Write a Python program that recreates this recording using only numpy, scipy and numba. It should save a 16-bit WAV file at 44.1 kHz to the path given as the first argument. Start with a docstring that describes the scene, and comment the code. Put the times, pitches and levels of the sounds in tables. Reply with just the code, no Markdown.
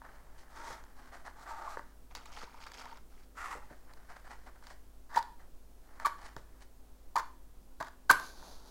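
"""Fingers rustle on a cardboard matchbox, close by in a small room with a faint hum.
The drawer slides open with a gritty scrape, loose matches tick as one is picked out, and the box is pushed shut.
The match is struck five times: its head chatters over the dotted striking strip and rings the hollow box.
The last stroke lights it and it flares with a soft hiss.
Rubbing is made of tiny random slips, squeaks of swept tones, and knocks and sparks of short dying bursts."""
import sys
import numpy as np
from scipy import signal
from scipy.fft import rfft, irfft
from scipy.io import wavfile
from numba import njit

SR = 44100
rng = np.random.default_rng(int(sys.argv[2]) if len(sys.argv) > 2 else 0)


def to_wav(s):
    """Save 16-bit WAV."""
    ch = np.atleast_2d(s).T  # columns
    pcm = np.round(np.clip(ch, -1, 1) * 32767)  # PCM
    wavfile.write(sys.argv[1], SR, pcm.astype(np.int16))


N = 383669
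T = np.arange(N) / SR  # time of every sample, s
TOP_HZ = 15850  # upper limit of the treble


def undb(db):
    """Turn decibels into a gain."""
    return 10 ** (np.asarray(db) / 20)


def unit(x):
    """Scale a sound to an average (rms) level of 1."""
    return x / np.sqrt(np.mean(x ** 2))


def add(out, sound, s, peak_db):
    """Mix a short sound in at time s, with its peak at peak_db."""
    part = out[int(s * SR):][:len(sound)]
    part += undb(peak_db) * sound[:len(part)] / np.abs(sound).max()


def band(x, lo_hz, hi_hz, order=4):
    """Keep only the pitches between two limits."""
    limits = [lo_hz, min(hi_hz, SR / 2 - 1)]
    return signal.sosfilt(signal.butter(order, limits, "band", fs=SR, output="sos"), x)


def colour(x, points, size=8192):
    """Shape the spectrum through (pitch_hz, level_db) points, with a filter that never rings ahead of the sound."""
    hz, db = np.transpose(points)
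    bin_hz = np.arange(size // 2 + 1) * SR / size
    log_gain = np.log(undb(np.interp(np.log(bin_hz + 1), np.log(hz), db)))
    # folding the cepstrum forward in time gives the minimum-phase filter
    cepstrum = irfft(log_gain)
    cepstrum[1:size // 2] *= 2
    cepstrum[size // 2 + 1:] = 0
    response = irfft(np.exp(rfft(cepstrum)))
    return signal.fftconvolve(x, response)[:len(x)]


def walk(rate):
    """Wander smoothly by chance, through this many new values per second, with a spread near 1."""
    values = rng.standard_normal(N // 20)
    return np.interp(T * rate, np.arange(len(values)), values)


def grains(per_s, spread_db):
    """Tiny slips at random moments; a wider spread makes a few much larger than the rest; rms 1."""
    size = undb(spread_db * np.minimum(rng.exponential(size=N), 4))
    sign = rng.choice([-1, 1], N)
    happens = rng.random(N) < per_s / SR
    return unit(sign * size * happens)


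@njit
def resonate(x, hz, width_hz):
    """Ring at a pitch that may move, using a state-variable band-pass filter."""
    y, b, low = np.empty(len(x)), 0., 0.
    for i in range(len(x)):
        g, k = np.tan(np.pi * hz[i] / SR), width_hz / hz[i]
        v = (b + g * (x[i] - low)) / (1 + g * (g + k))
        b, low, y[i] = 2 * v - b, low + 2 * g * v, k * v
    return y


def press(start, length, attack_s, release_s):
    """Pressure of one contact: it builds, holds and dies away."""
    build = np.clip((T - start) / attack_s, 0, 1)
    return build * np.exp(-np.clip((T - start - length) / release_s, 0, 20))


def touches(rows, attack_s, release_s):
    """Body and treble gains of separate touches, whose powers add."""
    power = np.zeros((2, N))
    for start, length, body_db, treble_db in rows:
        power += np.outer(undb([body_db, treble_db]), press(start, length, attack_s, release_s)) ** 2
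    return np.sqrt(power)


def travel(curve, edge_s=.006):
    """Body and treble gains along one continuous movement, silent outside it."""
    s, body_db, treble_db = np.transpose(curve)
    gate = np.clip(np.minimum(T - s[0], s[-1] - T) / edge_s + .5, 0, 1)
    return gate * undb([np.interp(T, s, body_db), np.interp(T, s, treble_db)])


def friction(gains, points, slips, trim_db, split_hz=2400):
    """A stream of slips, coloured; its body and its treble swell separately."""
    sound = colour(slips, points)
    body = unit(band(sound, 84, split_hz))
    treble = unit(band(sound, split_hz, TOP_HZ))
    return (gains[0] * body + gains[1] * treble) * undb(trim_db)


def bursts(rows, points, size=4096):
    """Sudden, quickly dying bursts of coloured noise from rows (time_s, peak_db, decay_s)."""
    out = np.zeros(N)
    for (s, db, decay), noise in zip(rows, rng.standard_normal((len(rows), size))):
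        dying = noise * np.exp(-T[:size] / decay)
        add(out, colour(dying, points), s, db)
    return out


# balance of the quiet room's air noise: pitch_hz, level_db (only the shape counts)
AIR_SHAPE = [(10, 32.5), (25, 24.5), (38, 10.5), (60, 14), (85, 4), (160, 1.5), (270, 1), (450, -1),
             (900, -6), (1400, -11), (2300, -17.5), (4000, -18), (9000, -18), (16000, -19)]
# the quiet room's hum: pitch_hz, level_db (average)
HUM_TONES = [(49.5, -60), (257, -75), (350, -82)]


def background(air_db=-51):
    """Low rumble and an even hiss from steady noise, and a hum of sine tones wavering in level and phase."""
    out = unit(colour(rng.standard_normal(N), AIR_SHAPE)) * undb(air_db)
    for hz, db in HUM_TONES:
        level = np.sqrt(2) * undb(db + 1.9 * walk(6))
        out += level * np.sin(2 * np.pi * hz * T + 0.49 * walk(4.5))
    return out


# single wall echoes, before dulling: delay_s, level_db
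WALL_ECHOES = [(.029, -20), (.064, -27.5)]
# the room's diffuse ring: lower_edge_hz, upper_edge_hz, time to fall by 60 dB in s, level_db (before band-limiting)
ROOM_RING = [(101.2, 570, 0.2, -11), (690, 1300, 0.35, -14), (1355, 3600, 0.37, -11.5),
             (2400, 14000, 0.36, -13.5)]


def room(x, build_s=0.016, wall_top_hz=3000, size=22050):
    """Dull echoes come back from the walls while diffuse reflections build up and die quickly."""
    t, response = T[:size], np.zeros(size)
    for delay, db in WALL_ECHOES:
        response[int(delay * SR)] += undb(db)
    response = band(response, 100, wall_top_hz, order=1)
    for lo_hz, hi_hz, t60, db in ROOM_RING:
        build = 1 - np.exp(-(t / build_s) ** 2)
        decay = build * np.exp(-np.log(1000) * t / t60)
        diffuse = rng.standard_normal(size) * decay / np.linalg.norm(decay)
        response += undb(db) * band(diffuse, lo_hz, hi_hz)
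    return signal.fftconvolve(x, response)[:N]


# fingers rub and shift on the box: start_s, length_s, body_db, treble_db (before the trim)
FINGER_RUBS = [(.035, 0.066, -55, -74), (.1, 0.11, -62.5, -75), (.365, 0.053, -67, -64),
               (.95, 0.26, -62.5, -71), (1.115, .04, -51, -63.5), (1.245, 0.032, -47, -58.5),
               (1.755, 0.047, -53, -63), (3.692, 0.035, -53.5, -71), (3.875, 0.034, -57.5, -73),
               (3.96, 0.097, -65, -82), (4.085, 0.042, -52.5, -63.5), (4.125, 0.049, -58, -70),
               (4.24, 0.033, -51, -64), (4.29, 0.046, -50, -61.5), (4.46, 0.027, -52, -66.5),
               (4.545, 0.018, -58, -84), (4.62, 0.071, -64, -67), (4.69, 0.026, -54, -60),
               (5.38, 0.062, -62.5, -76), (5.88, 0.13, -62.5, -80), (5.995, 0.03, -48.5, -62),
               (6.175, 0.13, -56, -65), (6.238, 0.029, -54, -58), (6.36, 0.033, -61, -62.5),
               (6.6, 0.024, -61.5, -62.5)]
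# the box is held and turned, rustling faintly: start_s, length_s, body_db, treble_db (before the trim)
BOX_HOLDS = [(0, 1.76, -64.5, -79.5), (1.8, 0.13, -72, -78), (3.62, 1.147, -69, -77),
             (5.82, 0.81, -71.5, -81)]
# tone of skin on cardboard: pitch_hz, level_db (only the shape counts)
FINGER_COLOUR = [(120, -30), (200, -14), (248, -1.5), (314, -15.5), (494, -6), (671, 0.5), (864, 2),
                 (1020, 0.5), (1780, -2.5), (2750, -20.5), (3010, -15), (3470, -21), (4310, -14.5),
                 (9550, -23), (15000, -47)]


def fingers(attack_s=0.018, release_s=.014):
    """Skin rustles coarsely over the cardboard, in slips of unsteady strength."""
    rustle = grains(per_s=2500, spread_db=1.5) * undb(2.6 * walk(120))
    return friction(touches(FINGER_RUBS + BOX_HOLDS, attack_s, release_s), FINGER_COLOUR, rustle, trim_db=-1.5)


# dull low thuds as the drawer hits its stop, the box is knocked and the match lights: time_s, peak_db, decay_s
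DULL_THUDS = [(.702, -42.5, 0.017), (1.770, -37.5, .004), (1.793, -40.5, 0.0054), (2.434, -43, 0.0047),
              (3.552, -44, 0.023), (3.708, -44, 0.012), (4.702, -59, .006), (6.364, -40, 0.0092),
              (7.803, -39, 0.0071), (8.102, -27, 0.013)]
# tone of the thuds: pitch_hz, level_db (only the shape counts)
THUD_COLOUR = [(40, -24), (110, -1.5), (190, -8), (340, -4.5), (500, 1.5), (900, -15.5), (2000, -39.5)]


def thuds():
    """Dull low thuds of drawer, box and lighting match: low noise that starts at once and dies away."""
    return bursts(DULL_THUDS, THUD_COLOUR)


# the drawer's travels: time_s, hollow body_db, gritty treble_db (before the trim)
EASE_OUT = [(0.5, -65, -69), (0.538, -60, -69), (0.576, -49, -58), (0.608, -48.5, -60.5), (0.72, -46, -52),
            (0.77, -52, -64), (0.83, -66, -75)]
PUSH_OPEN = [(1.36, -58, -73), (1.428, -55, -62.5), (1.454, -60, -71), (1.462, -47.5, -69),
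             (1.51, -44, -57.5), (1.542, -48.5, -67), (1.686, -42.5, -62), (1.694, -48.5, -58),
             (1.76, -48.5, -63.5)]
PUSH_SHUT = [(3.35, -68, -78), (3.378, -49.5, -60), (3.418, -42, -54), (3.544, -45, -56.5),
             (3.614, -62.5, -74), (3.622, -58, -79), (3.66, -67, -70)]
# tone of each travel, in the same order: pitch_hz, level_db (only the shape counts)
EASE_COLOUR = [(120, -44), (200, -18), (326, -7), (521, -8), (683, -1), (789, -5.5), (929, 6), (1020, -8),
               (1220, -2.5), (1850, -8), (2750, -27.5), (3230, -23), (6080, -22), (9380, -31), (15000, -42)]
OPENING_COLOUR = [(120, -64), (200, -37), (332, -14.5), (405, -24), (696, -8.5), (748, -11), (912, -2),
                  (998, -22), (1170, -5), (2900, -30.5), (4240, -24.5), (4890, -27), (7690, -27),
                  (9380, -35.5), (15000, -40)]
SHUTTING_COLOUR = [(120, -60), (200, -38), (287, -11), (344, -21), (591, -15.5), (849, -5), (1020, -8),
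                   (1310, -2.5), (1570, -13), (1880, -5.5), (2290, -18), (2700, -18), (3060, -24),
                   (7420, -22.5), (15000, -38)]
# air resonance between drawer and sleeve as the drawer travels: time_s, pitch_hz
CAVITY_PITCH = [(.55, 1180), (.69, 1020), (.75, 1310), (1.45, 990), (1.53, 910), (1.67, 1040), (1.75, 1250),
                (3.37, 1430), (3.43, 1370), (3.5, 1090), (3.56, 890)]


def drawer(cavity_width_hz=230.0, cavity_db=2):
    """The drawer slides in its sleeve in tiny slips and rings the air inside, at a pitch that moves."""
    slide = grains(per_s=3000, spread_db=1.0) * undb(1.16 * walk(100))
    cavity_hz = np.interp(T, *np.transpose(CAVITY_PITCH))
    slide = slide + undb(cavity_db) * resonate(slide, cavity_hz, float(cavity_width_hz))
    eased = friction(travel(EASE_OUT), EASE_COLOUR, slide, trim_db=-0.65)
    opened = friction(travel(PUSH_OPEN), OPENING_COLOUR, slide, trim_db=-0.3)
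    shut = friction(travel(PUSH_SHUT), SHUTTING_COLOUR, slide, trim_db=-0.7)
    return eased + opened + shut


# bending modes of loose matchsticks: pitch_hz
STICK_PITCHES = [1420, 1860, 2250, 3250, 3740, 4530, 5400, 6500]


def sticks(per_s=65.0, width_hz=380.0):
    """Loose matches clatter against each other, each contact with its own brief woody ring; rms 1."""
    out = np.zeros(N)
    for hz in STICK_PITCHES:
        out += resonate(grains(per_s, spread_db=1.5), np.full(N, float(hz)), float(width_hz))
    return unit(out)


# a fingertip stirs the loose matches: start_s, length_s, body_db, treble_db (before the trim)
MATCH_STIRS = [(2.102, 0.018, -59, -69), (2.15, 0.02, -48.5, -50.5), (2.18, 0.8, -61, -68.5),
               (2.252, 0.012, -62, -58), (2.315, .1, -66, -57), (2.355, 0.034, -52.5, -59),
               (2.405, 0.038, -54, -56), (2.598, 0.049, -57.5, -57), (2.66, .015, -55, -58),
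               (2.732, 0.015, -56, -52.5), (2.768, 0.054, -55, -55), (2.83, 0.097, -56, -65),
               (3.1, 0.14, -72, -73.5)]
# tone of the stirred matches: pitch_hz, level_db (only the shape counts)
STIR_COLOUR = [(120, -47), (200, -18), (219, -1), (397, -15), (435, -1.5), (636, -1), (912, 5.5),
               (1020, -1.5), (1220, 1.5), (1880, -15), (2090, -14.5), (3600, -24.5), (4810, -19.5),
               (9900, -32), (15000, -43)]


def rummage(sticks_db=-2, attack_s=0.0073, release_s=0.011):
    """Loose matches rub and tick against each other as one is picked out."""
    rub = grains(per_s=2200, spread_db=0.0) * undb(3.1 * walk(120))
    rattle = rub + undb(sticks_db) * sticks()
    return friction(touches(MATCH_STIRS, attack_s, release_s), STIR_COLOUR, rattle, trim_db=-0.5)


# resonances of the hollow box: pitch_hz, width_hz, level_db
BOX_MODES = [(423, 570, -18), (660, 108, -6), (922, 50, 5), (1175, 110, -1), (1472, 135, -3),
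             (1758, 150, -4), (2064, 150, -18.5)]


def box(push):
    """The cardboard box rings with its modes, every second one turned upside down."""
    out = np.zeros(len(push))
    for k, (hz, width, db) in enumerate(BOX_MODES):
        b, a = signal.iirpeak(hz, hz / width, SR)
        # the tiny offset keeps the filter from slowing down in silence
        out += (-1) ** k * undb(db) * signal.lfilter(b, a, push + 1e-18)
    return out


# wood and match head catching on the box: time_s, knock_peak_db, snap_peak_db
BOX_CATCHES = [(.017, -37, -64), (.839, -45, -49.5), (1.132, -43, -56), (1.279, -33, -57),
               (1.465, -35.5, -60), (1.7712, -26.5, -61), (1.793, -30, -62), (2.151, -35, -31),
               (2.257, -51, -41.5), (2.544, -50, -52), (2.640, -50, -40.5), (2.666, -36.5, -45),
               (2.718, -40, -40), (2.744, -54, -45), (2.818, -49, -43), (2.855, -39, -46),
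               (2.972, -46, -48), (3.378, -37, -54), (3.936, -49, -47), (4.625, -46, -57),
               (4.669, -43, -40.5), (4.703, -45, -50), (5.161, -35, -40), (5.227, -41, -38.5),
               (5.999, -32, -39.5), (6.0592, -24, -28), (6.0665, -20, -28), (6.365, -32, -41.5),
               (7.1577, -24, -30), (7.175, -38, -41), (7.1838, -30, -34), (7.803, -28, -42.5),
               (7.826, -30, -37.5), (8.0967, -14.5, -39), (8.1030, -32, -19.5), (8.1118, -20, -19),
               (8.1140, -20, -20), (8.128, -33, -31), (8.198, -32, -33.5), (8.426, -42.5, -64)]
# tone of grit breaking, here and in the scrapes: pitch_hz, level_db (only the shape counts)
GRIT_COLOUR = [(200, -22.5), (1500, -9.5), (2150, 0), (2700, -8.5), (3300, -4), (4700, -1), (5600, -6),
               (7400, -7), (9000, -16), (11300, -13.5), (12800, -21), (16000, -14)]


def catches(snap_s=.0017, size=2048):
    """A catch throws off a brief crackle of grit and knocks the box."""
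    out = bursts([(s, snap_db, snap_s) for s, _, snap_db in BOX_CATCHES], GRIT_COLOUR)
    knock = box(signal.unit_impulse(size))
    for s, knock_db, _ in BOX_CATCHES:
        add(out, knock, s, knock_db)
    return out


# bursts of regular chatter as wood or cardboard sticks and slips: middle_s, length_s, pitch_hz (average), level_db
CHATTER_BURSTS = [(1.506, .012, 923, -41), (1.681, 0.019, 1017, -40.5), (2.478, .018, 936, -52),
                  (2.548, .013, 924, -51), (2.864, .014, 934, -47), (2.928, .022, 912, -47.5),
                  (4.113, .024, 707, -53), (5.149, .006, 1770, -37), (5.1751, 0.018, 937, -20.5),
                  (6.0581, .024, 1145, -22.5), (6.068, .013, 950, -39), (7.159, .007, 936, -27),
                  (7.166, .0115, 1175, -27), (7.176, .01, 1016, -25), (7.191, .017, 1124, -36),
                  (7.812, .016, 670, -39.5), (7.82, .01, 950, -35), (8.1018, .0117, 1528, -13),
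                  (8.1093, .0085, 1159, -14.5), (8.114, .0055, 975, -15.5)]


def chatter(jitter=0.033, rough_db=1.35, second_db=-24, sag=0.03):
    """Stick-slip repeats in short squeaky bursts that swell and fade while their rate sags by a small share."""
    out, speed, grip = np.zeros(N), 1 + jitter * walk(400), undb(rough_db * walk(500))
    for s, length, hz, db in CHATTER_BURSTS:
        on = np.abs(T - s) < length / 2
        progress = (T[on] - s) / length  # from -0.5 to 0.5
        swell = np.cos(np.pi * progress) ** 1.5
        phase = 2 * np.pi * np.cumsum(hz * (1 - sag * progress) * speed[on]) / SR
        tone = np.sin(phase) + undb(second_db) * np.sin(2 * phase)
        out[on] += np.sqrt(2) * undb(db) * swell * grip[on] * tone
    return out


# the match head dragged along the strip: start_s, time to full pressure in s,
# length_s (from start to release), box_db, grit_db
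MATCH_STROKES = [(5.086, 0.043, 0.081, -49, -64), (5.14, .003, 0.016, -50, -59),
                 (5.157, 0.0022, 0.033, -34.5, -45.5), (6.047, .002, 0.032, -38, -46),
                 (7.1556, 0.0012, 0.044, -36, -46.5), (7.8, .001, 0.031, -40.5, -57.5),
                 (7.833, .002, 0.054, -53.5, -63), (8.0932, 0.0026, 0.015, -24, -36),
                 (8.11, .001, 0.016, -39, -39)]


def scrapes(release_s=0.005):
    """Each stroke crushes grit on the strip, which hisses and shakes the box."""
    slips = grains(per_s=6400, spread_db=1.0) * undb(3.8 * walk(350))
    push, grit = np.zeros(N), np.zeros(N)
    for start, rise, length, box_db, grit_db in MATCH_STROKES:
        contact = press(start, length, rise, release_s)
        push += contact * undb(box_db)
        grit += contact * undb(grit_db)
    ringing = box(slips * push) / np.std(box(slips))
    return ringing + grit * unit(colour(slips, GRIT_COLOUR))


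# the head spitting sparks, at last bursting alight: time_s, peak_db, decay_s
SPARKS = [(6.0592, -32, 0.0025), (6.0665, -39, .002), (8.1033, -26, 0.0037), (8.1119, -16, .003)]
# tone of the sparks: pitch_hz, level_db (only the shape counts)
SPARK_COLOUR = [(1000, -21.5), (3000, -13), (4600, -3), (5700, -14), (7500, -5), (9200, -11.5), (10500, -1),
                (11600, 1), (12400, -10.5), (16000, -12.5)]
# the head burning off: time_s, flutter_db, hiss_db (before the trim)
BURN = [(8.115, -61, -50), (8.15, -49, -66), (8.2, -50, -59), (8.26, -58, -53), (8.34, -59.5, -60.5),
        (8.46, -55, -58), (8.55, -57.5, -57.5), (8.62, -61, -65), (8.72, -60, -60.5)]
# tone of the burning: pitch_hz, level_db (only the shape counts)
BURN_COLOUR = [(100, -1.5), (400, 1.5), (900, 5), (1500, -4), (2100, -15.5), (2900, -17), (3600, -6.5),
               (4500, -2.5), (5400, -8), (6400, -5.5), (8000, -18.5), (10300, -12.5), (13000, -19),
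               (16000, -19)]


def flare():
    """The head spits sparks and lights; gas fizzes out of it while the new flame flutters."""
    fizz = grains(per_s=9400, spread_db=4.0) * undb(1.7 * walk(45))
    burning = friction(travel(BURN), BURN_COLOUR, fizz, trim_db=-2.5)
    return bursts(SPARKS, SPARK_COLOUR) + burning


def scene():
    """Box and match close by, with the room's reflections and its quiet background."""
    handling = fingers() + thuds() + drawer() + rummage()
    striking = catches() + chatter() + scrapes() + flare()
    near = handling + striking
    return (background() + room(near) + near)[None]


def record(dry):
    """A steep low-pass takes off the highest treble."""
    return signal.sosfilt(signal.ellip(10, .2, 70, TOP_HZ, fs=SR, output="sos"), dry)


dry = scene()
out = record(dry)
to_wav(out)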